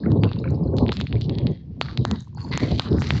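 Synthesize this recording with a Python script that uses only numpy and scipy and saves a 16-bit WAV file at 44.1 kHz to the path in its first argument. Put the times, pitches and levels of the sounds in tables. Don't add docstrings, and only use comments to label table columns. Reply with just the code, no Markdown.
import sys
import numpy as np
from scipy import signal
from scipy.io import wavfile

SR = 44100
rng = np.random.default_rng(int(sys.argv[2]) if len(sys.argv) > 2 else 0)


def log_audio(samples):
    frames = np.atleast_2d(samples).T
    limited = np.clip(frames, -1, 1)
    pcm = np.round(limited * 32767).astype(np.int16)
    wavfile.write(sys.argv[1], SR, pcm)


def field_ratio(decibels):
    return 10 ** (np.asarray(decibels, dtype=float) / 20)


N = 141120

# start_s, peak_db, ring_hz, knock_db, spray_db (last two relative to the peak)
STEM_SNAPS = [(0.117, -23.5, 4160, -16, -27.5), (0.2345, -11, 2320, -17, -30.5),
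              (0.3142, -24, 3660, -9.5, -53), (0.783, -13, 4660, -21, -28.5), (0.863, -23, 2320, -25, -54),
              (0.8911, -12.5, 2320, -33, -50), (0.9188, -12, 3200, -24, -29),
              (0.968, -13.5, 4400, -45, -27), (1.011, -11, 3350, -23, -24), (1.1255, -16.5, 2520, -44, -56),
              (1.21, -23.5, 4150, -42, -16.5), (1.2941, -15, 4200, -28.5, -47),
              (1.384, -16, 4370, -30, -30.5), (1.468, -14, 4040, -53, -65), (1.8119, -4, 2490, -17, -24.5),
              (1.9735, -8.5, 3940, -33, -31), (2.0502, -10, 3700, -10.5, -18),
              (2.1114, -11, 3700, -16.5, -14.5), (2.5743, -13, 2050, -14.5, -4),
              (2.795, -1, 3880, -22, -32.5), (3.019, -17, 1990, -12, -16.5), (3.1049, -3.5, 2080, -28, -31)]


def rms_one(x):
    return x / np.sqrt(np.mean(x ** 2) + 1e-20)


def in_time(rows):
    s, *columns = np.transpose(rows)
    return [np.interp(np.arange(N) / SR, s, c) for c in columns]


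def drift(rate_hz):
    hop, settle = 40, 2000
    r = np.exp(-2 * np.pi * rate_hz * hop / SR)
    noise = rng.standard_normal(N // hop + settle + 2)
    slow = signal.lfilter([1], [1, -2 * r, r * r], noise)[settle:]
    return np.interp(np.arange(N) / hop, np.arange(len(slow)), rms_one(slow))


def band(x, low_hz, high_hz, order=2):
    return signal.sosfilt(signal.butter(order, [low_hz, high_hz], "band", fs=SR, output="sos"), x)


def lowpass(x, edge_hz, order):
    return signal.sosfilt(signal.butter(order, edge_hz, fs=SR, output="sos"), x)


def ring(hz, cycles):
    turns = np.arange(1024) / SR * hz
    out = np.sin(2 * np.pi * turns) * turns * np.exp(-turns / cycles * 3)
    return out / np.abs(out).max()


def bank(sources, spectrum, patchy_db, rate_hz, tilt_db=0, knee_hz=1):
    hz, db = np.transpose(spectrum)
    edges = np.geomspace(hz[0], hz[-1], int(3 * np.log2(hz[-1] / hz[0])) + 2)
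    out, power = 0, 0
    for k, (low, high) in enumerate(zip(edges, edges[1:])):
        mid = np.sqrt(low * high)
        gain = field_ratio(np.interp(np.log(mid), np.log(hz), db))
        lean_db = tilt_db * max(np.log2(mid / knee_hz), 0)
        noise = rms_one(band(sources[k % 2], low, high))
        out = out + gain * np.sqrt(high - low) * noise * field_ratio(lean_db + patchy_db * drift(rate_hz))
        power += gain ** 2 * (high - low)
    return out / np.sqrt(power)


def wind():
    # start_s, level_db, brightness_db
    gusts = [(0, -22.5, -12.5), (.5, -19, -12), (.9, -23.5, -9.5), (.97, -21.5, -19), (1.44, -21, -10.5),
             (1.59, -35.5, -18), (2.13, -20.5, -16.5), (2.24, -36, -35), (2.45, -26.5, -15.5),
             (2.67, -19.5, -11), (3.2, -21.5, -19.5)]
    # centre_s, length_s, lift_db
    buffets = [(0.11, 0.12, 8), (0.249, 0.052, 10.5), (0.338, 0.12, -4), (0.475, 0.013, -1.5),
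               (0.553, 0.063, 3.5), (0.63, 0.011, 2.5), (0.825, 0.17, 7), (0.951, 0.02, -9.5),
               (1.037, 0.018, 5), (1.071, 0.019, -14.5), (1.149, 0.028, 5.5), (1.316, 0.054, 7.5),
               (1.377, 0.028, 0.5), (1.495, 0.072, 7.5), (1.709, 0.021, 6.5), (1.831, 0.016, -2.5),
               (1.924, 0.01, 6.5), (2.006, 0.039, 6.5), (2.116, 0.068, 4.5), (2.214, 0.027, 1.5),
               (2.545, 0.017, 5), (2.591, 0.017, -10), (2.631, 0.044, 6.5), (2.725, 0.03, 6.5),
               (2.821, 0.032, -14), (2.932, 0.042, 11.5), (3.073, 0.018, -1.5), (3.138, 0.044, 7)]
    # pitch_hz, density_db (per Hz)
    rumble = [(25, -41.5), (40, -47), (62, -0.5), (130, 4.5), (243, -4), (436, -16.5), (700, -35.5),
              (1100, -46.5)]
    lumpy_db, patchy_db, trim_db, knee_hz = 3.0, 2, -3.5, 195
    level_db, bright_db = in_time(gusts)
    t = np.arange(N) / SR
    lift_db = sum(db * np.exp(-.5 * ((t - s) / length * 2) ** 2) for s, length, db in buffets)
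    eddies = rng.standard_normal((2, N)) * field_ratio(lumpy_db * drift(38))
    tilt_db = 1.206 * (bright_db - bright_db.mean()) + 0.38 * lift_db
    turbulence = bank(eddies, rumble, patchy_db, 10.0, tilt_db, knee_hz)
    buffeting = field_ratio(level_db + lift_db + trim_db) * turbulence
    return band(lowpass(buffeting, 1110, order=9), 39, 4200)


def open_air():
    hiss = rms_one(band(rng.standard_normal(N), 700, 5000, order=5))
    return field_ratio(-74 + 2 * drift(9)) * hiss


def port(x):
    ring_hz, width_hz, lift, edge_hz = 4100, 1800, 0.54, 4586
    lifted = x + lift * band(x, ring_hz - width_hz / 2, ring_hz + width_hz / 2, order=1)
    return lowpass(lifted, edge_hz, order=8)


def grains():
    grains_per_s, spread_db, grain_share, clump_db = 1600, 6.5, 0.4, 2
    crackle_per_s, crackle_share = 270, 0.33
    sizes = field_ratio(spread_db * np.minimum(rng.exponential(1, N), 5)) * rng.choice([-1, 1], N)
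    born = rng.random(N) < grains_per_s * field_ratio(clump_db * drift(30)) / SR
    crackle = rng.standard_normal((2, N)) * (rng.random((2, N)) < crackle_per_s / SR)
    hiss = rng.standard_normal((2, N))
    fine = np.sqrt(grain_share) * rms_one(sizes * born) + np.sqrt(1 - grain_share) * hiss
    return fine + np.sqrt(crackle_share) * rms_one(crackle)


def stroke(s, length):
    attack_s, swell, sag_db, release_s = 0.00088, .1, 3, 0.037
    t = np.arange(N) / SR - s
    rise = np.clip(t / (attack_s + swell * length), 0, 1)
    sag = field_ratio(-sag_db * t.clip(0, length) / length)
    return rise * sag * np.exp(-(t - length).clip(0) / release_s)


def brush(blades, s, length, low_hz, high_hz, db):
    streak_width_hz, streak_lift, patchy_db = 200, .55, 1.5
    hiss = band(blades, low_hz, high_hz, order=4)
    for hz in low_hz * (high_hz / low_hz) ** rng.random(4):
        streak = band(hiss, hz - streak_width_hz / 2, hz + streak_width_hz / 2, order=1)
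        hiss = hiss + streak_lift * field_ratio(6 * drift(18)) * streak
    return field_ratio(db + patchy_db * drift(20)) * stroke(s, length) * rms_one(hiss)


def spring_back(blades):
    tail_db, follows, tail_s = -47.5, 0.83, 0.011
    kicks = np.zeros(N)
    for s, db, *_ in STEM_SNAPS:
        kicks[int(s * SR)] = field_ratio(tail_db + follows * (db + 15))
    fading = signal.lfilter([1], [1, -np.exp(-1 / (tail_s * SR))], kicks)
    return fading * rms_one(band(blades, 1700, 3950, order=4))


def swish():
    # start_s, length_s, low_hz, high_hz, level_db
    leg_brushes = [(0, 0.009, 3560, 5220, -52.5), (.03, 0.054, 1200, 2256, -50),
                   (.1, 0.074, 3040, 4630, -65), (.21, 0.078, 4340, 4840, -59.5),
                   (.245, 0.027, 1000, 1550, -41.5), (.26, 0.097, 1000, 4410, -48),
                   (.385, 0.17, 3700, 5400, -63), (.48, 0.16, 1274, 3300, -75.5),
                   (.435, 0.05, 1184, 2670, -50), (.63, 0.079, 4030, 5200, -70),
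                   (.765, 0.061, 2790, 5340, -51.5), (.86, 0.19, 1000, 4710, -51.5),
                   (.917, 0.0061, 1000, 8150, -35.5), (1.06, 0.14, 1270, 4900, -55),
                   (1.21, 0.0096, 2800, 5570, -45), (1.295, 0.26, 1770, 4670, -55),
                   (1.805, 0.11, 700, 5200, -43.5), (1.96, 0.22, 2800, 5380, -50.5),
                   (2.05, 0.096, 710, 2040, -42.5), (2.37, 0.23, 1200, 3660, -59),
                   (2.35, 0.23, 4230, 5120, -56.5), (2.37, 0.14, 804, 1140, -51.5),
                   (2.51, 0.18, 900, 4830, -38), (2.68, 0.2, 1840, 5200, -44),
                   (2.79, 0.096, 660, 1900, -41.5), (2.89, 0.17, 3270, 5800, -49),
                   (2.89, 0.81, 690, 1785, -46.5), (3.01, 0.16, 1150, 5400, -39)]
    # start_s, length_s, level_db
    spray_bursts = [(0.11, 0.023, -78), (0.225, 0.045, -75), (0.496, 0.042, -76), (0.762, 0.02, -59.5),
                    (0.937, .11, -64), (1.212, 0.029, -70), (1.797, 0.066, -64), (2.028, .2, -63),
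                    (2.369, .2, -64.5), (2.586, 0.26, -55), (2.962, 0.34, -52)]
    blades = grains()
    low = spring_back(blades[1])
    low += sum(brush(blades[k % 2], *row) for k, row in enumerate(leg_brushes))
    high = sum(brush(blades[0], s, length, 5200, 8600, db) for s, length, db in spray_bursts)
    return port(low) + field_ratio(-7.5) * low + high


def squelches():
    # start_s, peak_db, ring_hz
    wet_pockets = [(0.036, -37.5, 1660), (0.06, -32, 1406), (0.06, -35, 2040), (.077, -54, 2130),
                   (.345, -48.5, 4240), (0.366, -39.5, 960), (.386, -38, 3840), (0.387, -40, 4560),
                   (.386, -50, 2900), (.398, -52, 5200), (.398, -62, 6760), (0.418, -49, 3980),
                   (0.441, -32.5, 1430), (0.441, -35.5, 2350), (.44, -48, 3980), (0.455, -41, 1630),
                   (0.456, -38.5, 1000), (0.475, -38, 2280), (0.477, -39, 1510), (0.484, -52, 3870),
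                   (.485, -60, 5300), (.499, -45, 4230), (.544, -46, 4650), (.554, -51.5, 5050),
                   (.635, -49, 4900), (.675, -46.5, 4150), (.68, -54.5, 1420), (0.739, -47, 1450),
                   (1.165, -38.5, 2300), (1.309, -48, 2750), (1.433, -49, 2900), (1.513, -60, 6340),
                   (2.273, -47.5, 1000), (2.328, -56, 1000), (2.35, -47, 930), (2.373, -36.5, 846),
                   (2.381, -42, 1420), (2.447, -34, 904), (2.445, -38, 4500), (2.477, -43, 940),
                   (2.513, -32.5, 4450), (2.513, -34.5, 940), (2.535, -42, 1880), (2.628, -31.5, 4500),
                   (2.683, -35, 3180), (2.745, -42, 2150)]
    ring_s, spread, tick_db = .0058, .04, -12
    out = np.zeros(N + 2048)
    detunings = rng.uniform(.3, 1, (len(wet_pockets), 2)) * spread
    for (s, db, hz), (up, down) in zip(wet_pockets, detunings):
        i = int(s * SR)
        pair = ring(hz * (1 + up), ring_s * hz) + ring(hz * (1 - down), ring_s * hz)
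        out[i:i + 1024] += field_ratio(db) * (.6 * pair + field_ratio(tick_db) * ring(hz, 2))
    return out[:N]


def snaps():
    # start_s, peak_db, ring_hz
    drop_flicks = [(.049, -54, 4140), (.06, -55, 4240), (0.132, -47, 1300), (.18, -54, 3920),
                   (0.101, -49, 4360), (0.244, -25.5, 3000), (.254, -36, 3030), (.332, -27, 3800),
                   (0.507, -37.5, 6500), (0.767, -30.5, 4420), (0.882, -24, 3930), (0.922, -20, 1190),
                   (0.769, -35, 6570), (0.928, -21, 4200), (1.001, -24.5, 1600), (1.001, -33, 6200),
                   (1.004, -25.5, 3500), (1.07, -30.5, 4400), (1.069, -25, 2360), (1.155, -35.5, 2200),
                   (1.155, -34.5, 3600), (1.218, -26, 3950), (1.249, -49, 3400), (1.26, -39, 4300),
                   (1.352, -29.5, 4100), (1.416, -41.5, 2230), (1.885, -26, 1630), (2.08, -40, 6200),
                   (2.159, -31.5, 4560), (2.205, -30.5, 7150), (2.348, -38.5, 6770), (2.545, -29, 2600),
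                   (2.709, -29.5, 3200), (2.76, -27, 4200), (2.785, -24.5, 3940), (2.819, -39, 1700),
                   (2.842, -45, 5500), (2.882, -37, 1480), (2.887, -30, 4600), (2.929, -30, 4260),
                   (3.09, -28.5, 5870), (2.984, -28, 1580)]
    late_s, crack_trim_db, knock_trim_db, spray_trim_db, flick_trim_db = .001, -0.5, 14, 7, 1.5
    low, high = np.zeros((2, N + 2048))
    for s, db, hz, knock_db, spray_db in STEM_SNAPS:
        i = int((s + late_s) * SR)
        crack = ring(hz, 2.63 / 3)
        knock = field_ratio(knock_db + knock_trim_db) * ring(1000, 0.59)
        low[i:i + 1024] += field_ratio(db + crack_trim_db) * (crack + knock)
        high[i:i + 1024] += field_ratio(db + spray_db + spray_trim_db) * ring(6900, 1.34)
    for s, db, hz in drop_flicks:
        i = int(s * SR)
        layer = low if hz < 5500 else high
        layer[i:i + 1024] += field_ratio(db + flick_trim_db) * ring(hz, 5.0 / 3)
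    return band(port(low[:N]), 250, 9000) + band(high[:N], 5600, 8300)


def scene():
    return (wind() + open_air() + swish() + squelches() + snaps())[None]


def band_limit(x):
    return signal.sosfilt(signal.butter(12, 8370, fs=SR, output="sos"), x)


def record(dry):
    cut = signal.sosfilt(signal.cheby2(10, 60, 9080, fs=SR, output="sos"), dry)
    return band_limit(cut)


dry = scene()
out = record(dry)
log_audio(out)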